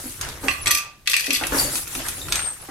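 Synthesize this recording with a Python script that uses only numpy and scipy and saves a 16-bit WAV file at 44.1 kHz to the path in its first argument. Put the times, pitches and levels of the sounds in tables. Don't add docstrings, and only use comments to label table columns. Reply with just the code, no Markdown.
import sys
import numpy as np
from scipy import signal
from scipy.fft import rfft, irfft
from scipy.io import wavfile
from scipy.ndimage import uniform_filter1d

SR = 44100
rng = np.random.default_rng(int(sys.argv[2]) if len(sys.argv) > 2 else 0)


def log_audio(samples):
    frames = np.atleast_2d(samples).T
    limited = np.clip(frames, -1, 1)
    pcm = np.round(limited * 32767).astype(np.int16)
    wavfile.write(sys.argv[1], SR, pcm)


def gain_from_db(level_db):
    decades = np.asarray(level_db, float) / 20
    return 10 ** decades


N = 119070
RING = 8000

# f/Hz, likeness (1 = identical)
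LIKENESS = [(60, 0.88), (300, 0.92), (2000, 0.18), (8000, 0.018)]
# t/s, peak level/dB, tilt/(dB per octave), favoured f/Hz
BOBBIN_KNOCKS = [(0.511, -15, -8.5, 4410), (.6590, -12, -5, 8040), (0.67, -7.5, -6.5, 5560),
                 (.6770, -7.5, -1, 8300), (0.7055, -11, -15, 1850), (0.7081, -6.5, 1.5, 11800),
                 (0.712, -4.5, 3.5, 5800), (0.72, -12.5, -1.5, 2700), (0.7469, -8.5, 8.5, 6010),
                 (0.749, -10.5, 0, 2400), (0.7733, -12.5, 0.5, 2660), (.7820, -13, 3.5, 6100),
                 (1.0972, -11, 1, 3520), (1.1100, -16, -2, 8400), (1.1160, -11, 1, 4940),
                 (1.139, -7, -6.5, 2420), (1.1490, -25, -4.5, 2400), (1.1950, -13.5, -0.5, 4960),
                 (1.2060, -13, -1.5, 2340), (1.2420, -18.5, -7, 2360), (1.262, -17.5, 1.5, 5100),
                 (1.3295, -13, 2, 3400), (1.333, -11.5, 7, 4900), (1.3410, -13, -5, 2480),
                 (1.348, -11.5, 0, 5030), (1.358, -14, -3, 3360), (1.368, -16, -0.5, 3450)]
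# t/s, peak level/dB, tilt/(dB per octave), favoured f/Hz
BOAT_STRIKES = [
    (0.4838, -4.5, -11.5, 2500),
    (1.0590, -31.5, -5, 2510),
    (1.065, -29.5, -8, 3000),
    (1.0741, -5, -5, 3660),
    (1.1338, -6.5, -8, 2500),
    (1.1658, -4.5, -2, 2410),
    (1.268, -12.5, -6, 2700),
    (1.3060, -8.5, -5, 2640),
    (1.4372, -11.5, -14, 2760),
]


def evened(x):
    return x / np.sqrt(np.mean(x ** 2) + 1e-20)


def read(points, hz):
    f, value = np.transpose(points)
    return np.interp(np.log(hz + 1), np.log(f + 1), value)


def curve(points, axis=1):
    p = np.array(points)
    return np.interp(np.arange(N) / SR, p[:, 0], p[:, axis])


def add(mix, s, sound):
    part = mix[..., round(s * SR):][..., :sound.shape[-1]]
    part += sound[..., :part.shape[-1]]


def second_side(left, other, hz):
    same = np.clip(read(LIKENESS, hz), -1, 1)
    same = same.reshape(-1, *[1] * (left.ndim - 1))
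    return same * left + np.sqrt(1 - same ** 2) * other


def wobble(rate_hz):
    b, a = signal.butter(2, rate_hz, fs=SR)
    drift = signal.lfilter(b, a, rng.standard_normal(N + SR))[SR:]
    return 2 * np.tanh(0.5 * evened(drift))


def hiss(colour, patchy_db, grain_db, grains_per_s):
    size = 4096 if colour[-1][0] < 400 else 512
    frames, hz = N // (size // 4) + 5, np.fft.rfftfreq(size, 1 / SR)
    a, b, c, d, patches = rng.standard_normal((frames, len(hz), 5)).T
    patches = uniform_filter1d(patches, size=10, axis=0)
    patches = evened(uniform_filter1d(patches, size=8, axis=1))
    left = a + 1j * b
    z = np.array([left, second_side(left, c + 1j * d, hz)])
    above = np.maximum(hz / colour[-1][0], 1)
    below = np.maximum(colour[0][0] / (hz + 1), 1)
    shape = read(colour, hz) - 12 * np.log2(above * below)
    z *= gain_from_db(shape[:, None] + patchy_db * patches)
    x = signal.istft(z, nperseg=size, noverlap=size * 3 // 4)[1][:, :N]
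    return evened(x * gain_from_db(grain_db * wobble(grains_per_s)))


def room_tone():
    # f/Hz, level/dB
    hush_colour = [(145, 5.5), (200, -18.5), (1200, -22.5), (15000, -26.5)]
    return gain_from_db(-54) * hiss(hush_colour, patchy_db=1.2, grain_db=0.6, grains_per_s=30)


def reed():
    # t/s, level/dB
    slide = [(0, -35), (.12, -34), (.19, -39), (.4, -44.5), (.45, -31.5), (.64, -43.5), (.85, -80),
             (1.06, -64), (1.2, -36), (1.5, -34), (1.6, -17.5), (1.69, -29), (1.78, -23), (1.87, -38.5),
             (1.96, -27.5), (2.03, -36.5), (2.07, -30.5), (2.5, -44)]
    # f/Hz, level/dB
    slide_colour = [(1500, -16), (4500, -11.5), (11000, -3), (16000, -11.5)]
    sound = hiss(slide_colour, patchy_db=2.5, grain_db=1.0, grains_per_s=210)
    return gain_from_db([[1], [-1]]) * gain_from_db(curve(slide)) * sound


def cords():
    # t/s, level/dB
    rubbing = [(0, -42.5), (.19, -51), (.23, -31), (.41, -44), (.8, -36.5), (.95, -55.5), (1.06, -72),
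               (1.1, -49.5), (1.6, -31), (1.9, -45), (2, -32.5), (2.25, -45.5), (2.36, -28), (2.55, -45.5)]
    # f/Hz, level/dB
    rub_colour = [(600, -1.5), (1500, 2), (6500, -7.5)]
    return gain_from_db(curve(rubbing)) * hiss(rub_colour, patchy_db=2.5, grain_db=2.5, grains_per_s=110)


def floor():
    # t/s, level/dB
    weight_on = [(0, -44.5), (.19, -46.5), (.27, -35), (.41, -41.5), (.48, -37.5), (.62, -46), (.69, -36.5),
                 (.8, -54), (.88, -58.5), (1.35, -49.5), (1.6, -30), (1.9, -48.5), (1.97, -37.5),
                 (2.24, -41), (2.31, -32.5), (2.5, -48.5)]
    # f/Hz, level/dB
    floor_colour = [(30, -1.5), (70, -2), (140, -6.5), (190, -17), (340, -11.5)]
    return gain_from_db(curve(weight_on)) * hiss(floor_colour, patchy_db=1.5, grain_db=2.5, grains_per_s=16.5)


def squeaks():
    # start t/s, length/s, level/dB, f/Hz
    whistles = [(0.033, 0.052, -47.5, 2090), (1.581, .03, -30.5, 5380), (1.584, 0.094, -30.5, 4630),
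                (1.664, .03, -33, 4550), (.512, 0.052, -38, 13400), (.612, 0.051, -41, 10750),
                (1.66, 0.019, -34, 6800), (1.703, 0.072, -39, 7350), (2.056, 0.037, -28.5, 8750),
                (2.212, 0.035, -36, 3730), (2.217, 0.049, -33, 7480), (2.466, 0.09, -32, 8400),
                (2.608, 0.043, -38.5, 10140)]
    # t/s, f/Hz, level/dB
    squeal = [
        (2.295, 8549, -31),
        (2.36, 8480, -25.5),
        (2.425, 8630, -27),
        (2.452, 8580, -23),
        (2.47, 8630, -29.5),
        (2.6, 8780, -65),
    ]
    out, t = np.zeros(N), np.arange(N) / SR
    for s, length, db, hz in whistles:
        u = np.clip((t - s) / length, 0, 1)
        swell = np.sin(np.pi * u ** 0.27) ** 2.0
        turns = np.cumsum(hz + 60 * wobble(126)) / SR
        out += gain_from_db(db + 9.1 * wobble(105)) * swell * np.sin(2 * np.pi * turns)
    on = uniform_filter1d(1.0 * ((t > squeal[0][0]) & (t < squeal[-1][0])), size=400)
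    turns = np.cumsum(curve(squeal) + 25 * wobble(54)) / SR
    level_db = curve(squeal, axis=2) + 3 * wobble(86) - 0.5
    out += on * gain_from_db(level_db) * np.sin(2 * np.pi * turns)
    return out * gain_from_db([[1.5], [-1.5]])


def knock(modes, chatter_s, colour, ring_s, puff_s, bounce, tick_db, puff_db):
    t, hz = np.arange(RING) / SR, np.fft.rfftfreq(2 * RING, 1 / SR)
    f, db = np.transpose(modes * 4)[:, :, None]
    luck = rng.standard_normal((2, len(f), 1))
    fade_db = 60 * t / ring_s * (f / 1000) ** 0.2
    ring = gain_from_db(db + 2 * luck[0] - fade_db) * np.sin(2 * np.pi * f * (1 + 0.013 * luck[1]) * t)
    ring = ring.reshape(2, -1, RING).sum(1)
    ring = ring + gain_from_db(puff_db - 60 * t / puff_s) * rng.standard_normal((2, RING))
    left, other = rfft(ring, 2 * RING)
    pair = np.array([left, second_side(left, other, hz)]) + gain_from_db(tick_db)
    u = t / max(chatter_s, 1e-4)
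    blow = rng.standard_normal(RING) * (rng.random(RING) < 0.05) * u * np.exp(-u) * bounce
    blow[0] = 1
    log_gain = np.log(gain_from_db(np.maximum(colour(hz + 20), -80)))
    mirrored = np.r_[log_gain, log_gain[-2:0:-1]]
    causal = np.exp(np.conj(signal.hilbert(mirrored)))[:RING + 1]
    x = irfft(pair * rfft(blow, 2 * RING) * causal)[:, :RING]
    return x / abs(x.mean(0)).max()


def frame():
    # t/s, peak level/dB, tilt/(dB per octave)
    thuds = [(0.038, -29, -9), (0.429, -33, 0.5), (0.436, -21.5, -5), (.445, -27.5, -0.5), (0.468, -56, 3),
             (0.666, -20, 5.5), (1.281, -25, -13.5), (1.411, -19, -0.5), (1.522, -15.5, -1),
             (1.547, -20, -1), (1.602, -25, 2.5), (1.65, -26, -6), (1.731, -29, -1.5), (1.954, -28.5, -7),
             (2.179, -35, -4.5), (2.285, -44, 5), (2.687, -25.5, -5)]
    # f/Hz, level/dB
    timber = [(290, 11.5), (350, 3), (515, 9.5), (800, 8), (1070, -3.5)]
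    out = np.zeros((2, N))
    for s, db, tilt_db in thuds:
        def colour(hz):
            tilt = tilt_db * np.log2(np.maximum(hz / 300, 1))
            soft = 18 * np.maximum(np.log2(hz / 1700), 0)
            return tilt - soft - 40 * np.maximum(np.log2(275 / hz), 0)
        blow = knock(timber, 0.016, colour, 0.029, 0.035, 0.62, tick_db=-24, puff_db=35.0)
        add(out, s, gain_from_db([[db + 0.51], [db - 0.8]]) * blow)
    return out


def shafts():
    # t/s, peak level/dB, centre f/Hz
    clacks = [(0.212, -13, 6000), (.288, -21.5, 4900), (1.469, -12, 10650), (1.755, -14.5, 4846),
              (1.775, -41, 9250), (1.872, -25.5, 3000), (1.877, -20.5, 11000), (1.952, -16, 3350),
              (2.085, -11, 13000), (2.2846, -19.5, 1950), (2.323, -5, 3730), (2.3562, -6.5, 6300),
              (2.3925, -14.5, 2123), (2.533, -33, 10300)]
    # f/Hz, level/dB
    bar_modes = [(1410, 9), (1720, 1), (2600, 4.5), (3849, 0.5), (6525, 8.5), (10910, -4)]
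    out = np.zeros((2, N))
    for s, db, centre_hz in clacks:
        def colour(hz):
            peak = -4.5 * abs(np.log2(hz / centre_hz))
            bass_cut = 15 * np.maximum(np.log2(1100 / hz), 0)
            return peak - bass_cut - 50 * np.maximum(np.log2(hz / 13500), 0)
        blow = knock(bar_modes, 0.0043, colour, 0.042, 0.04, 0.3, tick_db=34, puff_db=21.5)
        add(out, s, gain_from_db(db) * blow)
    return out


def favour(hz, spot_hz):
    lift_db, width_octaves = 7.5, 0.1
    return lift_db * np.exp(-0.5 * (np.log2(hz / spot_hz) / width_octaves) ** 2)


def shuttle():
    # f/Hz, level/dB
    boat_modes = [(1180, 1.5), (1980, -8), (2495, -8), (2645, -2), (3410, -2.5), (4360, 1), (4910, 2.5),
                  (6010, 3), (8030, 0.5), (11970, 6)]
    # t/s, left minus right level/dB
    crossing = [(.48, -2), (1.1, 2.5)]
    free_hz, held_hz, bobbin_hz = 1110, 1880, 1980
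    out = np.zeros((2, N))

    def blow_colour(low_hz, tilt_db, spot_hz):
        def colour(hz):
            tilt = tilt_db * np.log2(np.maximum(hz / 2600, 1))
            bass_cut = 24 * np.maximum(np.log2(low_hz / hz), 0)
            top_cut = 60 * np.maximum(np.log2(hz / 12300), 0)
            return tilt - bass_cut - top_cut + favour(hz, spot_hz)
        return colour

    for s, db, tilt_db, hz in BOBBIN_KNOCKS:
        colour = blow_colour(bobbin_hz, tilt_db, hz)
        blow = knock(boat_modes, 0.0015, colour, 0.057, 0.012, 2.06, tick_db=-7, puff_db=23.5)
        add(out, s, gain_from_db(db) * blow)
    for s, db, tilt_db, hz in BOAT_STRIKES:
        colour = blow_colour(held_hz if s > 1 else free_hz, tilt_db, hz)
        blow = knock(boat_modes, 0.0004, colour, 0.15, 0.03, 0.5, tick_db=40, puff_db=26)
        add(out, s, gain_from_db(db) * blow)
    pan = curve(crossing)
    return (out + spindle()) * gain_from_db([pan / 2, -pan / 2])


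def spindle():
    # f/Hz, level/dB, t60/s
    pin_modes = [(512, -42, 0.65), (1180, -29.5, 0.34), (2500, -35, 0.32), (2670, -28.5, 0.18),
                 (4410, -46, .15), (4970, -37.5, 0.13), (5970, -30.5, 0.17), (7955, -25.5, 0.12),
                 (11955, -52, 0.055)]
    twin, split = 0.5, 0.01115
    grip_db = -7
    out, t = np.zeros((2, N)), np.arange(3 * RING) / SR
    f, mode_db, t60 = np.transpose(pin_modes)[:, :, None]
    pair = np.exp(2j * np.pi * f * t) + twin * np.exp(2j * np.pi * f * (1 + split) * t)
    tones = gain_from_db(mode_db - 60 * t / t60) * pair * np.minimum(t / 0.0025, 1)
    for s, db, tilt_db, hz in BOBBIN_KNOCKS + BOAT_STRIKES:
        held = s > 1
        luck_db = 2.3 * rng.standard_normal(f.shape)
        weight = gain_from_db(db + favour(f, hz) + grip_db * held + luck_db).T
        weight[0, :2] *= (1, gain_from_db(grip_db)) if held else (0, 1)
        spread = 0.58 * (1 - read(LIKENESS, f.T))
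        turn = 2 * np.pi * rng.random(len(f)) + rng.standard_normal((2, len(f))) * spread
        add(out, s, ((weight * np.exp(1j * turn)) @ tones).real)
    return out


def room(x):
    # f/Hz, t60/s
    decay = [(300, 0.29), (3000, 0.36), (13000, 0.18)]
    taps = np.zeros((2, SR))
    at = np.arange(60, SR - 20, 20) + rng.integers(0, 20, (2, (SR - 61) // 20))
    np.put_along_axis(taps, at, rng.choice([-1.0, 1.0], at.shape), 1)
    hz, t, z = signal.stft(taps, SR, nperseg=256)
    z[1] = second_side(z[0], z[1], hz)
    tail = signal.istft(z * gain_from_db(-60 * t / read(decay, hz)[:, None]), SR, nperseg=256)[1]
    return signal.fftconvolve(x, tail / np.linalg.norm(tail[0]), axes=1)[:, :N]


def scene():
    whistle, wood, bars, boat = squeaks(), frame(), shafts(), shuttle()
    echo = room(gain_from_db(-4.0) * boat + gain_from_db(-6.0) * bars + gain_from_db(-8) * wood + gain_from_db(-1) * whistle)
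    close = boat + bars + wood + whistle
    return close + echo + reed() + cords() + floor() + room_tone()


def band_limit(x):
    return signal.sosfilt(signal.butter(12, 16170, fs=SR, output="sos"), x)


def record(dry):
    hz = np.fft.rfftfreq(N, 1 / SR)
    top_db = -22 * np.maximum(np.log2(hz / 12000 + 1e-9), 0)
    top_db -= 80 * (hz > 16150)
    clipped = np.clip(dry, -0.96, 0.96)
    mix = irfft(rfft(clipped) * gain_from_db(top_db), N)
    return band_limit(mix)


dry = scene()
out = record(dry)
log_audio(out)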